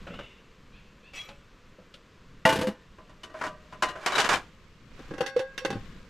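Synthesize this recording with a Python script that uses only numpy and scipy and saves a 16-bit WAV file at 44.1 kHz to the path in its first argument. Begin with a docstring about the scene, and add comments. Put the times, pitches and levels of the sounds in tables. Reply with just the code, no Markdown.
"""A metal lid dropped onto a cooking pot is the main source of a meal on a carpet under a rock overhang.
Small taps, a scraping spoon and a far bird come first; then plates knock and slide on a metal tray, and the
lid is shifted and rings. Impacts sum decaying modes and banded noise, friction feeds random slips to
resonators, the bird is a sum of harmonics through a throat resonance, and the air is filtered noise."""
import sys
import numpy as np
from scipy import signal
from scipy.fft import rfft, irfft, next_fast_len
from scipy.io import wavfile

SR = 44100
rng = np.random.default_rng(int(sys.argv[2]) if len(sys.argv) > 2 else 0)


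def dump_mix(stems):
    """Bounce the given channels to the path in sys.argv[1] as a 16-bit WAV at rate SR."""
    frames = np.atleast_2d(stems).T  # one column per channel
    limited = np.clip(frames, -1, 1)  # hard clip at full scale
    pcm = np.round(limited * 32767).astype(np.int16)
    wavfile.write(sys.argv[1], SR, pcm)


N = 268833

# Source levels are relative: the gain on each layer and the final rounding of peaks come after them.


def from_db(db):
    """Level to amplitude ratio: 20 dB for each factor of ten."""
    return np.exp(np.asarray(db) * (np.log(10) / 20))


def rms_one(x):
    """Normalisation to unit root mean square."""
    return x / np.sqrt(np.mean(x ** 2) + 1e-20)


def seconds():
    """The time axis of the whole scene, in s."""
    return np.arange(N) / SR


def ages(length_s):
    """Time elapsed since an onset, in s."""
    return np.arange(int(length_s * SR) + 2) / SR


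def add(out, start, sound):
    """Linear superposition: mix a sound in from a start time in s."""
    part = out[round(start * SR):][:len(sound)]
    part += sound[:len(part)]


def butter(x, hz, kind, order=3):
    """Maximally flat band selection."""
    return signal.sosfilt(signal.butter(order, hz, kind, fs=SR, output="sos"), x)


def coloured(x, spectrum, share=1):
    """Linear filtering: a (f/Hz, level/dB) table, interpolated over log frequency, weights the spectrum."""
    size = next_fast_len(len(x) + 4096, real=True)
    hz, db = np.transpose(spectrum)
    log_hz = np.log(np.maximum(np.arange(size // 2 + 1) * SR / size, 1))
    gain = from_db(share * np.interp(log_hz, np.log(hz), db))
    return irfft(rfft(x, size) * gain, size)[:len(x)]


def resonate(x, hz, width_hz):
    """A damped resonator: two poles whose radius sets the bandwidth, with gain 1 on top."""
    r = np.exp(-np.pi * width_hz / SR)
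    zeros = np.array([1, 0, -1]) * (1 - r * r) / 2
    poles = [1, -2 * r * np.cos(2 * np.pi * hz / SR), r * r]
    return signal.lfilter(zeros, poles, x + 1e-18)


def waver(corner_hz):
    """Slow random modulation: noise through two equal poles, drawn at every 40th sample; rms 1."""
    r = np.exp(-80 * np.pi * corner_hz / SR)
    slow = signal.lfilter([1], [1, -2 * r, r * r], rng.standard_normal(N // 40 + 502))[500:]
    return np.interp(np.arange(N) / 40, np.arange(len(slow)), rms_one(slow))


def burst(t60):
    """Diffuse reverberation: exponentially decaying noise of unit energy."""
    t = ages(t60)
    tail = rng.standard_normal(len(t)) * np.exp(-np.log(1000) * t / t60)
    return tail / np.linalg.norm(tail)


def ring(hz, t60, contact_s=0.0025):
    """Modal vibration: a sinusoid built up during the contact under an exponential decay."""
    t = ages(t60)
    decay = np.exp(-np.log(1000) / t60 * t)
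    return np.sin(2 * np.pi * hz * t) * decay * (1 - np.exp(-t / contact_s))


def chatter(per_s, spread_db, smooth, size=N):
    """Random micro-impacts: uneven contacts of two hard surfaces over a smooth rub; rms 1."""
    chance, sizes, rub = rng.random(size), rng.exponential(1, size), rng.standard_normal(size)
    contacts = from_db(spread_db * np.minimum(sizes, 3)) * np.sign(rub) * (chance < per_s / SR)
    return rms_one(rms_one(contacts) + smooth * rub)


USUAL_BLOW_DB = -30


def blows_of(knocks, ring_db, ring_follows, thud_db, thud_follows, cushion, t60):
    """Impact scaling: strength drives ring and thud, hardness trades thud for treble.

    Rows: t/s, ring/dB, thud/dB, body/dB, bright/dB, t60/s."""
    blows = []
    for start, db, hard_db in knocks:
        excess_db = db - USUAL_BLOW_DB
        thud = thud_db + thud_follows * excess_db - cushion * hard_db
        blows.append((start, ring_db + ring_follows * excess_db, thud, db, db + hard_db, t60))
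    return blows


THUD_HZ, BRIGHT_HZ = 450, 2500   # edges of the thud, body and bright bands


def clatter(blows, colour, modes, metal, thud_life, bright_life, onset_s):
    """High modal density: coloured noise stands for crowded modes, and three bands decay at their own rates."""
    rattle = chatter(per_s=3100, spread_db=4.5, smooth=0.96)
    body = sum(resonate(signal.unit_impulse(SR // 10), hz, 21.0) for hz, _, _ in modes)
    rattle = coloured(rattle + metal * signal.oaconvolve(rattle, body)[:N], colour)
    thud = butter(rattle, THUD_HZ, "low")
    middle = butter(rattle, [THUD_HZ, BRIGHT_HZ], "band")
    bright = butter(rattle, BRIGHT_HZ, "high")
    out = np.zeros(N)
    for k, (band, life) in enumerate(zip((thud, middle, bright), (thud_life, 1, bright_life))):
        power = np.zeros(N)   # overlapping blows add in power
        for start, _, *band_db, t60 in blows:
            t = ages(t60 * life)
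            envelope = from_db(band_db[k] - 60 * t / (t60 * life)) * (1 - np.exp(-t / onset_s))
            add(power, start, envelope ** 2)
        out += rms_one(band) * np.sqrt(power)
    return out


MIDDLE_HZ = 1000   # a hard blow lifts the modes above this and lowers those below


def ringing(blows, modes, scatter_db, hardness, detune=0):
    """Modal excitation: harder blows favour high modes; each contact loads the body a little differently."""
    out = np.zeros(N)
    usual_db = np.mean([bright_db - body_db for _, _, _, body_db, bright_db, _ in blows])
    for start, ring_db, _, body_db, bright_db, _ in blows:
        excess_db = hardness * (bright_db - body_db - usual_db)
        chances = rng.standard_normal((len(modes), 2))
        for (hz, mode_db, t60), (luck, load) in zip(modes, chances):
            tilt_db = excess_db * np.log2(hz / MIDDLE_HZ)
            gain = from_db(ring_db + mode_db + tilt_db + scatter_db * luck)
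            add(out, start, gain * ring(hz * (1 + detune * load), t60))
    return out


def seated(tone, start, below_hz, db_per_s):
    """Contact damping: once a body is seated, its low modes choke."""
    free = from_db(-db_per_s * np.maximum(seconds() - start, 0))
    return free * tone + (1 - free) * butter(tone, below_hz, "high", order=4)


def rubbed(strokes, peaks, colour, per_s, rub_db, flutter_db, swell_db_per_s, release_db_per_s):
    """Friction excitation: slips feed resonances over a broad rub, swelling with the push, then dying away."""
    out = np.zeros(N)
    t = ages(1)
    knots = t[::SR // 40]   # the grip on each resonance is redrawn 40 times a second
    for start, length, db in strokes:
        slips = chatter(per_s, spread_db=1.5, smooth=0.91, size=len(t))
        grips = [np.interp(t, knots, row) for row in rng.standard_normal((len(peaks), len(knots)))]
        sung = np.zeros(len(t))
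        for (hz, width_hz, peak_db), grip in zip(peaks, grips):
            sung += from_db(peak_db + flutter_db * grip) * resonate(slips, hz, width_hz)
        rub = rms_one(rms_one(sung) + from_db(rub_db) * rms_one(coloured(slips, colour)))
        fall_db = np.maximum(swell_db_per_s * (length - t), release_db_per_s * (t - length))
        add(out, start, rub * from_db(db - fall_db))
    return out


# spectrum of the open air: f/Hz, level/dB
AIR_SPECTRUM = [(13, 1.5), (22, 2.5), (97, -7.5), (192, -4), (382, -12.5), (516, -12), (560, -19.5),
                (846, -27), (1020, -18.5), (2210, -24), (2680, -24.5), (7390, -38), (11200, -55),
                (12400, -45.5), (15500, -71)]
# someone leans and reaches, stirring air and cloth: middle t/s, length t/s, level/dB
MOVES_STIRRING_AIR = [(0.06, 1, -48), (3.734, 0.97, -53), (4.335, 0.68, -47.5), (5.053, 0.5, -46),
                      (5.83, 1, -47)]
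STILL_AIR_DB, HISS_DB = -54.5, -57.5
CLOTH_DB = -5.5   # rustle relative to the rumble of a movement


def air():
    """Turbulence noise: soft rumble under faint hiss; each movement adds rumble and a rustle of cloth."""
    noise = coloured(rng.standard_normal(N), AIR_SPECTRUM)
    stir = np.zeros(N)
    for middle, length, db in MOVES_STIRRING_AIR:
        stir += from_db(db) * np.cos(np.pi * np.clip((seconds() - middle) / length, -.5, .5)) ** 2
    rumble = rms_one(butter(noise, 380, "low")) * np.hypot(from_db(STILL_AIR_DB), stir)
    rumble = rumble * from_db(2 * waver(2.7))   # the air moves in soft puffs
    hiss = np.hypot(from_db(HISS_DB), from_db(CLOTH_DB + 0.83 * waver(54)) * stir)
    return rumble + hiss * rms_one(butter(noise, 255, "high"))


# small taps of spoons and dishes: t/s, level/dB, hardness (treble over body) level/dB
DISH_TAPS = [(0.068, -37.5, -12.5), (0.103, -45, -21.5), (0.138, -41, -11.5), (0.189, -35, -10.5),
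             (0.231, -58, 3), (1.135, -53, 5), (1.287, -43.5, -0.5), (1.784, -58.5, -14), (1.939, -56, 12)]
# clear modes of a dish: f/Hz, level/dB, t60 t/s
DISH_RINGS = [(561, -3, 0.14), (674, -20.5, 0.5), (840, -20, 0.43), (1310, 7, 0.043), (1463, -42, 0.061),
              (2440, -8.5, 0.086), (2630, -16, .12), (3980, -25, 0.22)]
# colour of a dish's dense, short-lived modes: f/Hz, level/dB
DISH_SPECTRUM = [(47, -38), (80, -12), (193, -0.5), (314, -11.5), (556, -0.5), (1010, -8), (1500, -1.5),
                 (1870, -13), (2900, -7.5), (12400, -42.5), (15500, -68)]


def taps():
    """Impact of small bodies: light taps wake the dense and the clear modes of a dish."""
    blows = blows_of(DISH_TAPS, ring_db=-17.5, ring_follows=1.0, thud_db=-44.5, thud_follows=0.31,
                     cushion=0.49, t60=0.13)
    knocks = clatter(blows, DISH_SPECTRUM, DISH_RINGS, metal=0.71, thud_life=1.67, bright_life=0.83,
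                     onset_s=0.0014)
    tone = ringing(blows, DISH_RINGS, scatter_db=5.0, hardness=0.22, detune=0.026)
    return from_db(-0.5) * knocks + from_db(-18.0) * tone


# distant bird: t/s, length t/s, start pitch f/Hz, top pitch f/Hz, level/dB
BIRD_CALLS = [(0.072, 0.19, 569.6, 746, -47), (0.72, 0.056, 758, 970, -52.5),
              (1.028, 0.062, 768, 997, -51.5)]
BIRD_ARCH_S = 0.2   # a full call rises and falls in this time; short ones break off on the way up


def bird():
    """Source and filter: hoarse arching harmonics pass a throat resonance and are smeared by the cliffs."""
    out, tremor = np.zeros(N), 1 + .022 * waver(120)
    for start, length, start_hz, top_hz, db in BIRD_CALLS:
        t = ages(length)
        arch_hz = start_hz + (top_hz - start_hz) * np.sin(np.pi * t / BIRD_ARCH_S)
        phase = 2 * np.pi * np.cumsum(arch_hz * tremor[round(start * SR):][:len(t)]) / SR
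        swell = np.sqrt(np.abs(np.sin(np.pi * t / length)))
        harmonics = sum(np.sin(k * phase) for k in range(2, 6))   # the fundamental is absent
        add(out, start, from_db(db) * swell * harmonics)
    out = resonate(out, 2640, 570)
    return .5 * out + signal.oaconvolve(out, burst(t60=0.67))[:N]


# a spoon drawn across a plate: t/s, time to the peak t/s, peak level/dB
SPOON_STROKES = [(1.134, 0.041, -39)]
# resonances under the spoon: f/Hz, width f/Hz, level/dB
SPOON_RESONANCES = [(1250, 74, -5.5), (1990, 33, -17), (2300, 24, 0), (2600, 25, -1.5), (3310, 18, 0),
                    (3985, 27, -5), (4800, 11, -7), (5320, 27, -9), (5780, 74, -9), (6870, 48, -15),
                    (7700, 38, -13.5), (9910, 43, -40), (11900, 51, -22), (13900, 62, -42)]
# colour of the spoon's broad rub: f/Hz, level/dB
SPOON_SPECTRUM = [(350, -51), (600, -9), (1230, -14.5), (1660, -12), (2310, 0), (2870, -6), (5820, -23),
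                  (15500, -59)]


def spoon_scrape():
    """Sliding friction: the slips of a spoon on a plate excite narrow resonances."""
    return rubbed(SPOON_STROKES, SPOON_RESONANCES, SPOON_SPECTRUM, per_s=1000, rub_db=-1.5, flutter_db=6,
                  swell_db_per_s=170, release_db_per_s=142)


# notes of a loose spoon or small dish: t/s, f/Hz, level/dB, t60 t/s
LOOSE_TINGS = [(1.29, 566, -46.5, .3), (1.29, 840, -46, 0.12), (3.235, 3000, -34, 0.058),
               (3.872, 4011, -42, 0.18), (4.119, 3872, -32, 0.17), (4.154, 3872, -18, 0.063)]


def tings():
    """Single-mode vibration: each ting of a loose piece is one or two decaying sinusoids."""
    out = np.zeros(N)
    for start, hz, db, t60 in LOOSE_TINGS:
        add(out, start, from_db(db) * ring(hz, t60))
    return out


# the lid lands on the pot and rocks on the rim, each bounce sooner and weaker than the last
LANDING_S, LANDING_DB = 2.452, -19.5
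ROCK_GAP_S, ROCK_SHRINK, ROCK_LOSS_DB, ROCK_HARDNESS_DB = 0.0375, 0.93, 3.5, -3


def rocking(count):
    """Inelastic rebound: gaps shrink geometrically and levels fall by equal steps of dB."""
    k = np.arange(count)
    gaps = ROCK_GAP_S * ROCK_SHRINK ** k
    starts = LANDING_S + np.cumsum(gaps) - gaps
    return [(start, db, ROCK_HARDNESS_DB) for start, db in zip(starts, LANDING_DB - ROCK_LOSS_DB * k)]


# the lid then drops into its seat: t/s, level/dB, hardness (treble over body) level/dB
LID_SEATING = [(2.611, -28, -3), (2.669, -32.5, -5)]
# clear modes of the pot: f/Hz, level/dB, t60 t/s
POT_RINGS = [(288.8, -17.5, 0.87), (520.4, 0.5, 1), (653.5, -3.5, 0.44), (822, -1.5, 0.1),
             (886, -2.5, 0.34), (1027, -10.5, 1), (1160, -13.5, 0.79), (1488, -11.5, 0.44),
             (1598, -17, 0.43), (1775, -13.5, 0.64), (1895, -32, .5), (2033, 0, 0.047), (2390, -21, 0.15),
             (2640, -28.5, 0.24), (2873, -5, 0.19), (4350, -42, 0.4)]
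# colour of the pot's dense, short-lived modes: f/Hz, level/dB
POT_SPECTRUM = [(47, -50), (80, -10), (281, -7), (456, -7), (509, -2), (594, -18), (649, -4.5), (725, -16),
                (845, -4.5), (1370, -13), (1530, -11), (2780, -25.5), (3030, -24), (12400, -42.5),
                (15500, -65)]
# the rim's hard clank at the first landing: f/Hz, level/dB, t60 t/s
RIM_CLANK = [(1420, -10.5, 0.056), (1930, -3.5, 0.05), (1978, -2.5, 0.055), (2790, -3, 0.027),
             (3100, -22, 0.033)]


def lid_drop():
    """Repeated impact: the lid rattles and settles; the pot rings from the two hardest contacts and the last."""
    blows = blows_of(rocking(count=5) + LID_SEATING, ring_db=-17.5, ring_follows=1.34, thud_db=-28.0,
                     thud_follows=-0.064, cushion=0.32, t60=0.18)
    crash = clatter(blows, POT_SPECTRUM, POT_RINGS, metal=0.77, thud_life=0.69, bright_life=0.8,
                    onset_s=0.002)
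    tone = ringing(blows[:2] + blows[-1:], POT_RINGS, scatter_db=2, hardness=0.35)
    tone = seated(tone, start=2.68, below_hz=1880, db_per_s=360)
    clank = ringing(blows[:1], RIM_CLANK, scatter_db=5.5, hardness=0)
    return from_db(1.5) * crash + from_db(-14.5) * tone + from_db(-6) * clank


# the pot and the air in it boom as the lid closes; the last two rows are low thuds of handling: t/s, f/Hz,
# level/dB, rise t/s
POT_BOOMS = [(2.452, 182, -13, 0.0032), (2.630, 517, -25, 0.018), (2.672, 204, -25.5, 0.012),
             (5.204, 499, -17, 0.0086), (5.361, 492, -14, 0.0082), (5.389, 523.6, -24, 0.022),
             (5.612, 521, -37, 0.017), (5.685, 149, -37, 0.018), (5.744, 110, -32.5, 0.02)]


def booms():
    """Cavity resonance: a hollow note swells to a peak at its rise time and dies away."""
    out, t = np.zeros(N), ages(1 / 5)
    for start, hz, db, rise_s in POT_BOOMS:
        swell = (t / rise_s * np.exp(1 - t / rise_s)) ** 2
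        add(out, start, from_db(db) * swell * np.sin(2 * np.pi * hz * t))
    return out


# plates against the tray: t/s, level/dB, hardness (treble over body) level/dB
TRAY_KNOCKS = [(2.984, -49, -16), (3.094, -53, -5), (3.233, -42.5, 1), (3.298, -49, -9),
               (3.343, -39, -34.5), (3.412, -27.5, -15), (3.438, -28, -11.5), (3.465, -33, -8.5),
               (3.724, -39.5, -12), (3.823, -17, -7), (3.885, -34.5, -5.5), (3.955, -35.5, -19),
               (4.061, -18.5, -4), (4.12, -29, -5.5), (4.154, -21.5, -5), (4.181, -15.5, -5),
               (4.2, -26.5, 6), (4.242, -28, -2), (4.29, -16, -4.5), (4.328, -24, -2)]
# clear modes of the tray: f/Hz, level/dB, t60 t/s
TRAY_RINGS = [(603, -14.5, 0.87), (636, -3.5, 0.22), (728, -14.5, 0.47), (987, -3.5, 0.24),
              (1034, -4.5, 0.2), (1161, -4, 0.24), (1245, -16.5, 0.61), (1474, -7, 0.13),
              (1590, -18.5, 0.6), (1870, -19.5, 0.6), (1885, -8, 0.16), (2030, -25, 0.21),
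              (2473, -24, 0.27), (2740, -14, 0.18), (2930, -13.5, 0.27), (3620, -21, 0.23),
              (4810, -19, 0.089), (5730, -42, 0.21)]
# colour of the tray's dense, short-lived modes: f/Hz, level/dB
TRAY_SPECTRUM = [(47, -47), (80, -9), (139, -8.5), (189, -9.5), (350, -3), (487, -4), (581, -4.5), (774, 0),
                 (1180, -2.5), (1340, 1.5), (1470, 0.5), (2600, -10.5), (7170, -20), (12200, -36),
                 (15500, -54)]
# plates pushed over the tray: t/s, time to the peak t/s, peak level/dB
PLATE_SLIDES = [(3.34, 0.12, -38.5), (3.87, 0.037, -42.5), (3.95, 0.25, -23.5), (4.24, 0.023, -26),
                (4.30, 0.042, -21)]
# resonances under the sliding plates: f/Hz, width f/Hz, level/dB
TRAY_RESONANCES = [(595, 11, -19), (1073, 52, 15), (1500, 35, 5), (1670, 42, 11), (2245, 6, 18),
                   (2350, 29, 15), (2740, 7.8, 15), (3060, 42, 9), (3460, 55, 2), (4070, 39, -17),
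                   (4610, 54, -24), (6400, 43, -19), (6600, 28, -15), (7140, 120, -32), (7100, 29, -26),
                   (7600, 17, -22)]


def plates():
    """Impact and sliding friction: plates knock on the tray and are dragged over it."""
    blows = blows_of(TRAY_KNOCKS, ring_db=-18, ring_follows=0.77, thud_db=-40, thud_follows=0.5,
                     cushion=-0.091, t60=0.13)
    knocks = clatter(blows, TRAY_SPECTRUM, TRAY_RINGS, metal=0.33, thud_life=1.8, bright_life=1.0,
                     onset_s=0.0006)
    tone = ringing(blows, TRAY_RINGS, scatter_db=2.5, hardness=0.6, detune=0.013)
    tone = seated(tone, start=4.37, below_hz=3300, db_per_s=255)
    drag = rubbed(PLATE_SLIDES, TRAY_RESONANCES, TRAY_SPECTRUM, per_s=1000, rub_db=8.5, flutter_db=2.0,
                  swell_db_per_s=123, release_db_per_s=386)
    return from_db(-2) * knocks + from_db(-18) * tone + from_db(-0.5) * drag


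# lid shifted on the rim: t/s, level/dB, hardness (treble over body) level/dB
RIM_TAPS = [(4.992, -46.5, -7.5), (5.108, -39, -14), (5.137, -36.5, -10), (5.18, -36, -5), (5.207, -22, -8),
            (5.262, -33, 4.5), (5.364, -33, -3), (5.392, -30, -3), (5.578, -38, 7.5), (5.649, -24, -4),
            (5.703, -30, -4.5), (5.727, -34, -8), (5.756, -39.5, -13)]
# clear modes of the lid: f/Hz, level/dB, t60 t/s
LID_RINGS = [(532.2, -2.5, 0.68), (795, -8.5, 0.42), (1090, -15, 0.68), (1515, -15, 1), (1624, -11, 1.0),
             (1970, -26, 0.91), (2020, -17, 0.29), (2140, -19.5, 0.59), (2628, -16, 0.38),
             (2790, -33, 0.23), (3600, -27, 0.74), (4490, -18.5, 0.23), (5600, -19, 0.19),
             (6260, -5, 0.029)]
# colour of the lid's dense, short-lived modes: f/Hz, level/dB
LID_SPECTRUM = [(47, -34), (80, -8.5), (294, -1), (400, -3.5), (509, -3.5), (649, -19.5), (809, -9.5),
                (965, -12.5), (1710, -15), (2380, -33), (2600, -27.5), (3310, -30), (12200, -53.5),
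                (15500, -85)]


def lid_shift():
    """Free and damped vibration: the lifted lid taps the rim and rings freely until it is put down."""
    blows = blows_of(RIM_TAPS, ring_db=-19.5, ring_follows=0.84, thud_db=-37.5, thud_follows=0.45,
                     cushion=0.81, t60=0.13)
    knocks = clatter(blows, LID_SPECTRUM, LID_RINGS, metal=2.27, thud_life=0.68, bright_life=0.85,
                     onset_s=0.0004)
    tone = ringing(blows, LID_RINGS, scatter_db=1.5, hardness=0.54, detune=0.00098)
    tone = seated(tone, start=5.74, below_hz=2060, db_per_s=179)
    return knocks + from_db(-18.5) * tone


# stereo width before the opening: f/Hz, side minus mid level/dB
STEREO_WIDTH = [(35, -12), (120, -24), (600, -18), (1300, -11), (2800, -6), (9000, -7), (13000, -2.5)]
# stereo balance: f/Hz, left minus right level/dB
STEREO_LEAN = [(300, 0.036), (2500, 0.71), (9000, 1.3), (13000, 5)]
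# the image is nearly mono at first and opens steadily; the top treble is always wide
OPENS_S, OPENING_TAKES_S, CLOSED_DB, ALWAYS_WIDE_HZ = 2, 2.9, -28, 10200


def scene():
    """Reverberation and diffusion: the rock gives a faint tail; scattered sound widens the treble."""
    dishes = taps() + spoon_scrape() + tings() + lid_drop() + booms() + plates() + lid_shift()
    tail = signal.oaconvolve(butter(dishes, 2600, "low", order=1), burst(t60=0.24))[:N]
    mid = dishes + from_db(-16) * tail + bird() + air()
    side = coloured(mid * np.sqrt(2) * np.sin(3 * waver(26.2)), STEREO_WIDTH)
    opened = np.clip((seconds() - OPENS_S) / OPENING_TAKES_S, from_db(CLOSED_DB), 1)
    side = opened * side + (1 - opened) * butter(side, ALWAYS_WIDE_HZ, "high", order=2)
    left = coloured(mid + side, STEREO_LEAN, share=1 / 2)
    right = coloured(mid - side, STEREO_LEAN, share=-1 / 2)
    return np.array([left, right])


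CUTOFF_HZ = 15100


def record(dry):
    """Saturation and band limiting: the hardest peaks are rounded, the top is cut."""
    top = .55
    rounded = top * np.tanh(dry / top)
    return signal.sosfilt(signal.ellip(10, .1, 80, CUTOFF_HZ, fs=SR, output="sos"), rounded)


dry = scene()
out = record(dry)
dump_mix(out)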